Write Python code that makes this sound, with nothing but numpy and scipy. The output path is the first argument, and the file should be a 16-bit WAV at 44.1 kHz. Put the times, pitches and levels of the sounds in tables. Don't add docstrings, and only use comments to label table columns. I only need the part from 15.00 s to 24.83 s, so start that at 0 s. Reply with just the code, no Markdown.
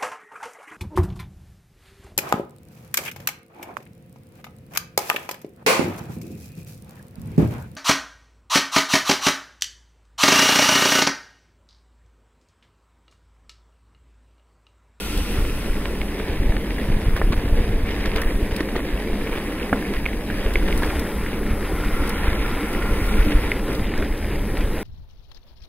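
import sys
import numpy as np
from scipy import signal
from scipy.fft import rfft, irfft, next_fast_len
from scipy.io import wavfile
from scipy.ndimage import uniform_filter1d, map_coordinates

SR = 44100
rng = np.random.default_rng(int(sys.argv[2]) if len(sys.argv) > 2 else 0)


def level_to_linear(level):
    exponent = np.asarray(level, float) / 20
    return 10 ** exponent


def generate_wav(signal):
    frames = np.transpose(np.atleast_2d(signal))
    scaled = np.clip(frames, -1, 1) * 32767
    pcm = np.round(scaled).astype(np.int16)
    wavfile.write(sys.argv[1], SR, pcm)


N = 433503

# t/s, level/dB
WIND = [(0.0, -34), (0.15, -28.5), (0.75, -29), (1.15, -31), (1.45, -28.5), (1.7, -29.5), (2.65, -26.5),
        (2.9, -27.5), (3.42, -31), (4.2, -30), (4.62, -33.5), (5.61, -27), (6.1, -28.5), (7.4, -28.5),
        (7.61, -30.5), (8.1, -26), (8.6, -28), (9.83, -26.5)]
# f/Hz, level/dB
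BUFFET = [(3, -70), (12, -2.5), (23, -6), (31, -5), (60, -9), (110, -20.5), (170, -24.5), (300, -24),
          (600, -114), (1500, -140)]
# t/s, peak level/dB, width/ms
GUSTS = [(0.177, -15, 8.7), (0.388, -10.5, 6.0), (0.424, -15, 15), (0.47, -14, 18), (0.726, -18, 11),
         (1.299, -14.5, 7.3), (1.403, -12.5, 8.6), (1.497, -10, 6.6), (1.567, -11.5, 9.3),
         (1.889, -12, 5.9), (1.924, -14, 20.0), (1.969, -14, 4.3), (2.07, -11.5, 6.8), (2.109, -15, 20),
         (2.15, -13, 5.4), (2.244, -9.5, 8.3), (2.275, -19, 15), (2.306, -12, 3.2), (2.38, -10.0, 11),
         (2.45, -15, 3.4), (2.528, -7.5, 8.6), (2.607, -12, 6.2), (2.695, -12.5, 5.4), (2.762, -14, 14),
         (2.838, -10.5, 9.1), (3.082, -14.0, 11), (3.16, -12, 11), (3.264, -10, 16), (3.36, -11.5, 10),
         (3.429, -13, 6.4), (3.528, -12.5, 7.9), (4.131, -14, 22), (5.475, -18, 16), (5.573, -17, 17),
         (5.64, -13, 20), (5.724, -12, 15), (5.752, -14, 9.6), (5.801, -22, 6.7), (5.991, -19, 9),
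         (6.513, -13, 11), (6.734, -15, 6.3), (6.863, -13, 8.9), (6.941, -12.5, 13), (7.324, -16, 5.7),
         (7.408, -12, 11.5), (7.472, -15, 7.0), (7.928, -11, 16.0), (8.022, -13, 8.0), (8.115, -12, 16),
         (8.157, -8, 19), (8.205, -8, 11), (8.269, -17, 4.4), (8.354, -7.5, 13), (8.393, -14, 7.5),
         (8.821, -15, 6.7), (8.998, -21, 12), (9.155, -20, 6.5), (9.422, -17, 9.7), (9.592, -18, 10),
         (9.662, -20, 10)]
# t/s, depth level/dB, width/ms
SUCKS = [(0.407, -16, 6.2), (0.439, -15.0, 22), (0.707, -12, 12), (1.42, -14, 6.0), (1.464, -9, 16),
         (1.507, -8.5, 24), (1.903, -9.5, 3.5), (1.95, -10.5, 15), (2.086, -9.5, 4), (2.137, -9, 16),
         (2.258, -18, 7), (2.294, -13, 19), (2.544, -14, 4.1), (2.591, -10, 15), (2.711, -15.0, 5.0),
         (2.749, -11, 17.0), (3.284, -13, 9.3), (5.463, -13, 9.2), (5.561, -14, 18), (5.706, -13, 8.3),
         (5.742, -18, 5.5), (5.773, -14.0, 14), (6.536, -12, 5.6), (6.873, -9, 17), (7.004, -14.5, 7.6),
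         (7.285, -8.5, 7.6), (7.451, -15, 9.5), (7.914, -12, 6.9), (8.081, -15, 8.9), (8.145, -16, 9.0),
         (8.193, -15, 6.2), (8.22, -13, 7.7), (8.369, -9, 11.0), (9.603, -13, 15), (9.646, -13.0, 8),
         (9.676, -17, 5.0)]
RISE_SHARE, SUCK_SHARE, SUCK_LEAD, SUCK_WIDE = 0.57, 0.075, 4.8, 1.8
VENT_HZ = 9

# t/s, loose grit level/dB, hard-ground drone level/dB
GROUND = [(0, -7, -36.5), (.8, -2, -42), (1.45, -1, -65), (2.3, 0.5, -43), (2.85, -1, -65),
          (3.26, 2.5, -42), (3.6, 0, -79), (4.57, 1, -39), (5.23, -0.5, -61), (5.85, 5.5, -34),
          (6.2, 1.5, -39), (6.6, 1.5, -36), (7.06, 4.5, -29.5), (7.5, 3, -31), (8.1, 6, -29.5),
          (8.6, 2.5, -36.5), (9.05, 0.5, -52), (9.83, 2, -41)]
# f/Hz, level/dB
CARCASS = [(90, -48), (140, -8), (250, -4.5), (400, -4.5), (550, -9.5), (700, -17), (1000, -21),
           (1300, -24.5), (2500, -46.5)]
# f/Hz, width/Hz, level/dB
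CAVITY = [(208, 22, 0), (296, 30, -2), (435, 70, -8)]
# f/Hz, level/dB
GRIT = [(500, -7.5), (900, -3), (1300, -10), (1700, 0), (2150, -1), (2600, -5.5), (3200, -10), (3900, -11),
        (4150, -18.5), (4900, -12), (5400, -18.5), (7000, -25.5), (12000, -50)]
# f/Hz, width/Hz, level/dB
DRONE = [(1380, 230, 0), (1050, 200, -4), (780, 220, -5), (2000, 500, -3)]
# t/s, level/dB
BUMPS = [
    (1.2, -1.5),
    (3.61, 4),
    (4.75, 6),
    (4.9, 1.5),
    (7.34, 0.5),
    (7.46, -0.5),
    (7.63, 3),
    (7.93, 1.5),
    (8.7, 3),
    (9.0, 3),
]
BUMP_S = 0.032
HUM_DB, HUM_GROWS, CRUNCH_DB, CRUNCH_GROWS = -29.5, 0.4, -37.5, 0.55

# t/s, peak level/dB, ring f/Hz, rattle level/dB
PEBBLES = [(0.732, -26.5, 1920, -14), (0.8556, -26, 2160, 7), (1.0152, -17, 2090, -10),
           (1.5663, -25.5, 1740, 3), (1.783, -24, 1910, -9), (2.164, -19, 1580, -18),
           (3.0405, -19.5, 2050, -9), (3.0574, -22, 1720, -11), (3.159, -19, 1900, -9),
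           (3.2195, -15, 1750, -6), (3.6865, -23.5, 2040, 3), (3.9754, -23.5, 2590, -10),
           (4.273, -20.5, 2230, -4), (4.598, -21, 2330, -17), (4.6288, -20, 2630, -15),
           (4.853, -24, 2150, -14), (5.0561, -13.5, 2300, -13), (5.0619, -9, 2150, -13),
           (5.5563, -5.5, 2100, -13), (8.5172, -6.5, 2050, -18), (5.1317, -21, 2010, -6),
           (5.3005, -16.5, 1620, -8), (5.684, -22, 2160, 2), (5.7262, -15, 2100, -14),
           (5.903, -20, 2170, -4), (8.14, -20, 2170, -8), (8.9379, -19, 1810, -5), (8.975, -24, 1660, -8),
           (9.0236, -27.5, 2160, 9.5), (9.5711, -22.5, 1810, -2)]
# t/s, peak level/dB, ring f/Hz, thud level/dB
STRAPS = [(1.1997, -37, 1610, 3), (1.814, -23, 1890, 3), (2.2155, -28, 1000, -4), (2.219, -19, 1750, 0),
          (2.3214, -25, 1050, 1), (3.1168, -26, 2000, 1.5), (3.6056, -15.5, 1810, 10.5),
          (3.7638, -18, 1830, 10), (4.7291, -11, 1500, -14), (4.7314, -13, 1450, -10),
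          (5.464, -25.5, 1660, 15), (5.822, -22, 910, -5), (5.833, -14, 1660, 2), (5.847, -23, 940, -2.5),
          (7.749, -18, 1900, -4)]
# t/s, peak level/dB, ring f/Hz
CHIPS = [(0.4963, -17, 2540), (1.1209, -23, 1970), (1.5209, -17.5, 1720), (1.7325, -24, 1960),
         (2.0163, -22, 1950), (2.0572, -24.5, 966), (3.0768, -29, 947), (3.1756, -26, 1030),
         (3.193, -25, 1780), (3.234, -15, 1850), (3.3079, -18, 1900), (3.5623, -21, 2270),
         (3.5916, -17, 1890), (3.803, -18, 1810), (4.0721, -24, 2020), (4.2133, -19, 2220),
         (4.3287, -16, 2200), (4.6957, -19, 1880), (4.825, -17, 1680), (5.0868, -17, 1920),
         (5.429, -25, 1760), (5.5064, -20, 1560), (5.6248, -18, 1460), (5.9074, -21, 1130),
         (5.9534, -17, 1840), (6.0586, -21, 1440), (6.2615, -17, 1620), (6.331, -18, 2190),
         (6.3899, -25, 1630), (6.4313, -20, 1650), (6.8373, -18, 1450), (6.856, -22, 1950),
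         (6.9346, -24, 1930), (7.0359, -24, 1300), (7.171, -25, 1150), (7.2457, -18, 2050),
         (7.449, -24, 1590), (7.5383, -25, 1340), (7.8211, -17, 1380), (7.854, -20, 1440),
         (8.1838, -22, 1320), (8.2227, -16, 2300), (8.454, -26, 1530), (8.6797, -20, 1390),
         (8.7181, -15, 1980), (8.8438, -20, 2200), (8.8827, -25, 1410), (9.2259, -18, 2180)]
# t/s, level/dB, length/s
SHAKES = [(0.3, -28.5, 0.14), (0.445, -23.5, 0.016), (1.19, -25, 0.019), (1.357, -34, 0.021),
          (2.149, -23.5, 0.039), (2.318, -19.5, 0.032), (3.044, -24, 0.048), (3.109, -21.5, 0.14),
          (3.589, -24, 0.029), (3.74, -23, 0.072), (4.23, -26.5, 0.22), (5.81, -22, 0.056),
          (7.214, -24.5, 0.11)]
# f/Hz, level/dB
RATTLE = [(150, -54), (350, 11), (800, -1), (2000, -0.5), (3500, -11.5), (5000, -27.5), (9000, -27)]
PEBBLE_THUD_DB, STRAP_RATTLE_DB = -33, -10
CHIP_DB, CHIP_RATTLE_DB = -7, -3.5
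SMALL_PER_S, SMALL_DB, SMALL_SPREAD_DB = 4, -32, 3
SMALL_HZ, SMALL_OCTAVES = 2100, 0.25
RING_CYCLES = 11.5
OVERTONE, OVERTONE_DB = 1.25, -13
TAIL_DB, TAIL_LONGER = -14, 3.5

# t/s, level/dB, contact/ms (negative: pull first)
BLOWS = [(2.2163, -2.5, 0.25), (0.8562, -12, .1), (1.0155, -13, .09), (4.1, -17, 0.48), (1.207, -12, 0.8),
         (5.848, -15, .3), (3.1175, -14, .09), (3.1615, -14, .1), (4.7293, -4, .27), (4.7313, -4, -.22),
         (1.567, -14, .1), (5.464, -15, .12), (9.5715, -14, .1), (5.7265, -14, .09), (3.0585, -13, .09),
         (5.8335, -12, .12), (5.823, -15, .2), (2.33, -16, .2)]
# t/s, level/dB, f/Hz, t60/s
BODY = [(4.7282, -10, 270, .04), (4.7286, -13, 720, .012), (4.7283, -22, 200, .05), (2.2155, -19, 420, .02),
        (1.2012, -21, 430, .04), (8.5172, -21, 900, .008), (5.0618, -21, 1050, .01), (5.832, -16, 520, .02),
        (5.822, -19, 800, .012), (3.7635, -19, 450, .025), (3.689, -21, 500, .02)]
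# t/s, peak level/dB, dull part level/dB
TICKS = [(0.175, -13.5, -8), (0.4983, -32, -12), (2.1645, -20, -1), (2.323, -32, 15), (2.329, -34, 12),
         (2.34, -34, 11), (3.069, -38, 10), (3.117, -42, 6), (3.146, -39, 8), (3.17, -31, 13),
         (3.235, -40, 6), (3.605, -30, 14), (3.761, -30, 15), (3.057, -21, 7), (3.16, -17.5, 2),
         (3.2164, -14, -6), (3.563, -14, -5), (5.536, -18, -4), (5.7259, -29, -3), (5.776, -15, -18),
         (5.789, -34, 10), (5.8225, -34, 11), (5.833, -33, 12), (5.848, -32, 11), (5.861, -26, 1),
         (8.5166, -23, -1), (5.994, -13, -10), (6.986, -36, -10), (7.0744, -19, -4), (7.093, -11.5, -12),
         (7.7303, -19, -16), (8.7291, -23, -7), (8.749, -21, 1), (8.9765, -22, -1), (9.177, -24, -6),
         (9.5756, -22, -13)]

# f/Hz, level/dB
HISS = [(3000, -25.5), (5500, -7), (7000, -17.5), (8000, -10.5), (9300, -8.5), (11500, -7), (12300, -4),
        (13700, -19), (16000, -6.5)]
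# f/Hz, width/Hz, level/dB
PORT = [(10200, 600, 0), (13000, 460, -3)]
# f/Hz, level/dB
PASSING = [(1500, -35), (2500, 15), (4000, 7), (6000, 6.5), (7200, -3), (8200, 10), (9500, -7),
           (16000, -23)]
SAND_DB, LULL_S, LULL_WIDE_S, LULL_DB = -42, 8.92, .07, -4.5
NEIGHBOUR_DB, FALLS_BACK_DB_PER_S, NEIGHBOUR_SAND_DB = -35.5, 12.5, -33

# f/Hz, share 0-1
ALIKE = [(200, 1), (800, .996), (1300, .88), (2500, .8), (3900, .5), (4600, .6), (5500, .8), (6200, .7),
         (7000, .35), (8300, .22), (10200, .42), (12000, .15)]
# f/Hz, level/dB
SHADOW = [(800, 1.5), (1200, 2), (2000, 2), (3200, 4.5), (4500, 2.5), (5500, 0), (6200, -5), (7000, -8.5),
          (8500, -11), (10000, -15.5), (11700, -42), (13000, -37), (16000, -22)]
# f/Hz, lead/rad
LAG = [(0, 0), (900, .03), (2150, .65), (3620, 1.6), (4220, 2.2), (5340, 2.9), (7670, 3), (10500, 4.4),
       (13100, 4.5), (16600, 6.7)]

LETS_GO = [
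    0,
    .62,
    .84,
    1.22,
    1.82,
    3.24,
    4.73,
    4.88,
]
# from t/s, to t/s, f/Hz
CLAMPS = [(3.46, 3.51, 4050), (3.66, 3.69, 3800), (4.06, 4.2, 2700), (5.8, 5.93, 2850), (5.93, 6.28, 4050),
          (6.39, 6.93, 4050), (7.08, 7.1, 3400), (7.51, 7.63, 3950), (8.5, 8.69, 4050), (8.8, 9.9, 4050),
          (5.6, 9.9, 1700)]
GUARD_HZ, OPEN_SHARE, CLOSE_S, HUNTS_HZ = 1400, .8, .065, 110
KEEP_SHARE = 0.35
# from t/s, to t/s, level/dB
MASKING = [(0, .88, -6), (1.34, 1.56, 4), (2.3, 2.75, 3), (3.24, 3.37, 10), (3.75, 3.95, 5), (5.4, 6.25, 0),
           (6.25, 6.4, 4), (6.45, 7.09, -2.5), (7.12, 7.4, 11), (7.4, 7.5, 6), (8.05, 8.2, 6),
           (8.8, 8.97, 4.5), (9.3, 9.55, 3), (8.55, 9.3, -.5)]
USUAL_MASKING_DB, MASKING_WHIM_DB = .5, 3.5
TOP_HZ = 15720


def unit(x):
    return x / np.sqrt(np.mean(x ** 2) + 1e-20)


def along(points, hz):
    f, v = np.transpose(points)
    return np.interp(np.log(hz + 1), np.log(f + 1), v)


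def curves(rows):
    s, *cols = np.transpose(rows)
    return [np.interp(np.arange(N) / SR, s, c) for c in cols]


def spans(rows, t, usual):
    return np.select([(t >= a) & (t < b) for a, b, _ in rows], [v for *_, v in rows], usual)


def wobble(rate):
    return map_coordinates(rng.standard_normal(int(N * rate / SR) + 4), [np.arange(N) * rate / SR])


def filtered(x, response):
    m = next_fast_len(N + 8192)
    return irfft(rfft(x, m) * response(np.fft.rfftfreq(m, 1 / SR)), m)[..., :N]


def coloured(x, points):
    return unit(filtered(x, lambda hz: level_to_linear(along(points, hz))))


def modes(table, hz):
    return sum(level_to_linear(db) * 1j * hz * w / (c * c - hz * hz + 1j * hz * w) for c, w, db in table)


def patchy(depth_db):
    z = signal.stft(rng.standard_normal((2, N)), nperseg=512)[2]
    field = uniform_filter1d(rng.standard_normal(z.shape[1:]), size=6, axis=0)
    field = uniform_filter1d(field, size=8, axis=1)
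    return signal.istft(z * level_to_linear(depth_db * unit(field)), nperseg=512)[1][:, :N]


def grains(rate, spread_db, life_s):
    when, size = rng.random((2, N))
    starts = (when < rate / SR) * np.maximum(size, .04) ** (-spread_db * np.log(10) / 20)
    gate = signal.lfilter([1], [1, -np.exp(-1 / (life_s * SR))], starts)
    return unit(gate * rng.standard_normal((2, N)))


def turbulence():
    eddies = unit(filtered(rng.standard_normal(N), lambda hz: 1 / (1 + (hz / 45) ** 2)))
    skewed = np.exp(0.12 * eddies)
    skewed = (skewed - skewed.mean()) * signal.windows.tukey(N, .01)
    return unit(filtered(skewed, lambda hz: (1 + (hz / 45) ** 2) * level_to_linear(along(BUFFET, hz))))


def wind():
    slaps, t = np.zeros(N + SR), np.arange(-4000, 4000) / SR
    for s, db, width_ms in GUSTS:
        u = t / (width_ms / 1000 * 0.62)
        push = np.exp(-(u / np.where(u < 0, RISE_SHARE, 1)) ** 2)
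        push -= SUCK_SHARE * np.exp(-((u + SUCK_LEAD) / SUCK_WIDE) ** 2)
        push -= np.exp(-(u / 13.0) ** 2) / 5.5
        slaps[round(s * SR):][:len(t)] += level_to_linear(db + 2.5) * push
    for s, db, width_ms in SUCKS:
        pull = np.exp(-(t / (width_ms / 1000 * 0.52)) ** 2)
        slaps[round(s * SR):][:len(t)] -= level_to_linear(db + 2.0) * pull
    slaps = slaps[len(t) // 2:][:N]
    vented = filtered(slaps, lambda hz: hz ** 2 / (hz ** 2 + VENT_HZ ** 2))
    return level_to_linear(curves(WIND)[0] + 3.5) * turbulence() + vented


def tyres():
    grit_db, drone_db = curves(GROUND)
    booms_db = sum(db * np.exp(-((np.arange(N) / SR - s) / BUMP_S) ** 2) for s, db in BUMPS)
    jolt, ground = wobble(16), unit(patchy(1.43))

    hum = unit(filtered(ground, lambda hz: level_to_linear(along(CARCASS, hz)) + abs(modes(CAVITY, hz)) ** 2.93))
    hum_db = HUM_DB + HUM_GROWS * grit_db + booms_db + 0.5 * jolt

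    fine = level_to_linear(-3.5) * grains(300, 1.5, 0.0015)
    coarse = level_to_linear(-7.5 + 3.75 * wobble(25)) * grains(120, 2.5, 0.001)
    crunch = coloured(unit(patchy(1.95)) + fine + coarse, GRIT)
    crunch_db = CRUNCH_DB + CRUNCH_GROWS * grit_db + 1.3 * jolt + 0.8 * wobble(7.9)

    drone = unit(filtered(ground, lambda hz: modes(DRONE, hz) ** 2))
    return level_to_linear(hum_db) * hum + level_to_linear(crunch_db) * crunch + level_to_linear(drone_db - 5.5) * drone


def contacts():
    count = round(SMALL_PER_S * N / SR)
    when, luck = rng.random(count) * N / SR, rng.standard_normal((count, 2))
    small = [(s, SMALL_DB + SMALL_SPREAD_DB * np.tanh(a), SMALL_HZ * 2 ** (SMALL_OCTAVES * b), -9, -2.5)
             for s, (a, b) in zip(when, luck)]
    pebbles = [(s, db, hz, PEBBLE_THUD_DB - db, rattle_db) for s, db, hz, rattle_db in PEBBLES]
    chips = [(s, db + CHIP_DB, hz, -12, CHIP_RATTLE_DB) for s, db, hz in CHIPS]
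    straps = [(*row, STRAP_RATTLE_DB) for row in STRAPS]
    return sorted(pebbles + chips + straps) + small


def knocks():
    out, loose, t = np.zeros((2, N + SR)), np.zeros((2, N + SR)), np.arange(2600) / SR
    rise = (1 - np.exp(-t / 0.00042)) ** 2
    for s, db, hz, thud_db, rattle_db in contacts():
        t60 = RING_CYCLES / hz
        luck, hash_ = rng.random(2), rng.standard_normal((2, len(t)))
        cycles = hz * (t + .00015 * (1 - np.exp(-t / 0.0008)))
        turns = 2 * np.pi * (cycles + [[0], [luck[0] / 4]])
        tones = np.sin(turns) + level_to_linear(OVERTONE_DB - 60 * t / t60) * np.sin(OVERTONE * turns)
        decay = level_to_linear(-60 * t / t60) + level_to_linear(TAIL_DB - 60 * t / (TAIL_LONGER * t60))
        ring = tones * decay * rise
        thud_hz = 380 * (0.65 + 0.44 * luck[1])
        thud = np.sin(2 * np.pi * thud_hz * t) * level_to_linear(thud_db - 4.0 - 60 * t / 0.027) * rise
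        rattle = level_to_linear(db + rattle_db - 60 * t / (5.4 * t60)) * rise * hash_
        start = round(s * SR)
        out[:, start:][:, :len(t)] += level_to_linear(db + 5.5) * ring + level_to_linear(db) * thud
        loose[:, start:][:, :len(t)] += rattle
    clatter, shaken = grains(900, 1.7, 0.0015), np.zeros(N)
    for s, db, length in SHAKES:
        count = round(length * SR)
        shaken[round(s * SR):][:count] += level_to_linear(db) * np.hanning(count) ** .5
    rattling = loose[:, :N] + level_to_linear(-4.5) * shaken * clatter
    return out[:, :N] + filtered(rattling, lambda hz: level_to_linear(6.5 + along(RATTLE, hz)))


def blows():
    time, flat, near = np.arange(N) / SR, np.zeros(N), np.arange(-200, 200)
    for s, db, ms in BLOWS:
        at = round(s * SR) + near
        contact = (at / SR - s) / (ms / 1000)
        flat[at] -= level_to_linear(db) * contact * np.exp(-contact ** 2)
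    for s, db, hz, t60 in BODY:
        since = np.clip(time - s, 0, 1)
        flat += level_to_linear(db - 60 * since / t60) * np.sin(2 * np.pi * hz * since)
    return flat


def ticks():
    bright, dull, t = np.zeros((2, N + SR)), np.zeros((2, N + SR)), np.arange(900) / SR
    for s, db, dull_db in TICKS:
        crack = level_to_linear(db - 60 * t / 0.035) * (1 - np.exp(-t / 0.00034)) * rng.standard_normal((2, len(t)))
        bright[:, round(s * SR):][:, :len(t)] += crack
        dull[:, round(s * SR):][:, :len(t)] += level_to_linear(dull_db) * crack
    top = filtered(bright[:, :N], lambda hz: level_to_linear(along(HISS, hz)) + level_to_linear(-17.0) * modes(PORT, hz))
    return top + filtered(dull[:, :N], lambda hz: level_to_linear(-6.0) * modes([(4000, 3600, 0)], hz) ** 2)


def sand():
    time = np.arange(N) / SR
    spray = unit(patchy(1.3)) + level_to_linear(-20.0) * grains(140, 5.0, 0.0015)
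    own = unit(filtered(spray, lambda hz: level_to_linear(along(HISS, hz)) + level_to_linear(-3.0) * abs(modes(PORT, hz))))
    other = coloured(spray[:, ::-1], PASSING)
    drift_db = .6 * wobble(6) + LULL_DB * np.exp(-((time - LULL_S) / LULL_WIDE_S) ** 2)
    behind_db = -FALLS_BACK_DB_PER_S * time
    both = np.hypot(level_to_linear(SAND_DB + curves(GROUND)[0]), level_to_linear(NEIGHBOUR_SAND_DB + behind_db))
    return level_to_linear(drift_db) * both * own + level_to_linear(NEIGHBOUR_DB + behind_db) * other


def ports(direct, stray):
    def paths(hz):
        like = np.clip(along(ALIKE, hz), 0, 1)
        lag = np.exp(-1j * np.interp(hz, *np.transpose(LAG)))
        path = level_to_linear(along(SHADOW, hz) - SHADOW[0][1]) * lag
        return path * [like, np.sqrt(1 - like ** 2)]

    right = filtered(np.array([direct, stray]), paths)
    return np.array([direct, right.sum(axis=0)])


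def scene():
    return ports(*(tyres() + knocks() + blows() + ticks() + sand())) + wind()


def guard(t):
    slack = sum(np.exp(-np.abs(t - s) / CLOSE_S) for s in LETS_GO)
    corner = spans(CLAMPS, t, GUARD_HZ * (1 - OPEN_SHARE * np.minimum(slack, 1)))
    return corner + HUNTS_HZ * np.repeat(rng.standard_normal(len(t)), 4)[:len(t)]


def band_power(z, k=4):
    level = np.abs(z).reshape(-1, k, z.shape[1]).mean(axis=1)
    return np.repeat(uniform_filter1d(level ** 2, size=3), k, axis=0)


def band_limit(x):
    return signal.sosfilt(signal.butter(12, 17040, fs=SR, output="sos"), x)


def record(dry):
    hz, t, (left, right) = signal.stft(dry, SR, nperseg=1024)
    hz, left, right = hz[:-1, None], left[:-1], right[:-1]

    usual = uniform_filter1d(band_power(right), size=12)
    right = right * ((np.abs(right) ** 2 > .45 * usual) | (hz < 6000))
    mid, side = left + right, left - right

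    whim = np.repeat(np.repeat(rng.standard_normal((64, len(t))), 8, axis=0), 4, axis=1)[:, :len(t)]
    hidden_db = spans(MASKING, t, USUAL_MASKING_DB) + MASKING_WHIM_DB * whim - 15.6
    hidden = level_to_linear(hidden_db) * band_power(side, 8)
    mid = mid * ((band_power(mid, 8) > hidden) | (hz < 4100) | (hz > 6300))

    wide = hz > guard(t)
    side_power = uniform_filter1d(band_power(side), size=9)
    kept = side_power / (uniform_filter1d(band_power(mid), size=9) + 1e-20)
    mid, side = mid * np.sqrt(1 + abs(KEEP_SHARE * kept) * ~wide), side * wide

    pair = np.array([mid + side, mid - side]) / 2 * (hz < TOP_HZ)
    pair = np.pad(pair, ((0, 0), (0, 1), (0, 0)))
    mix = signal.istft(pair, SR, nperseg=1024)[1][:, :N]
    return band_limit(mix)


dry = scene()
out = record(dry)
generate_wav(out)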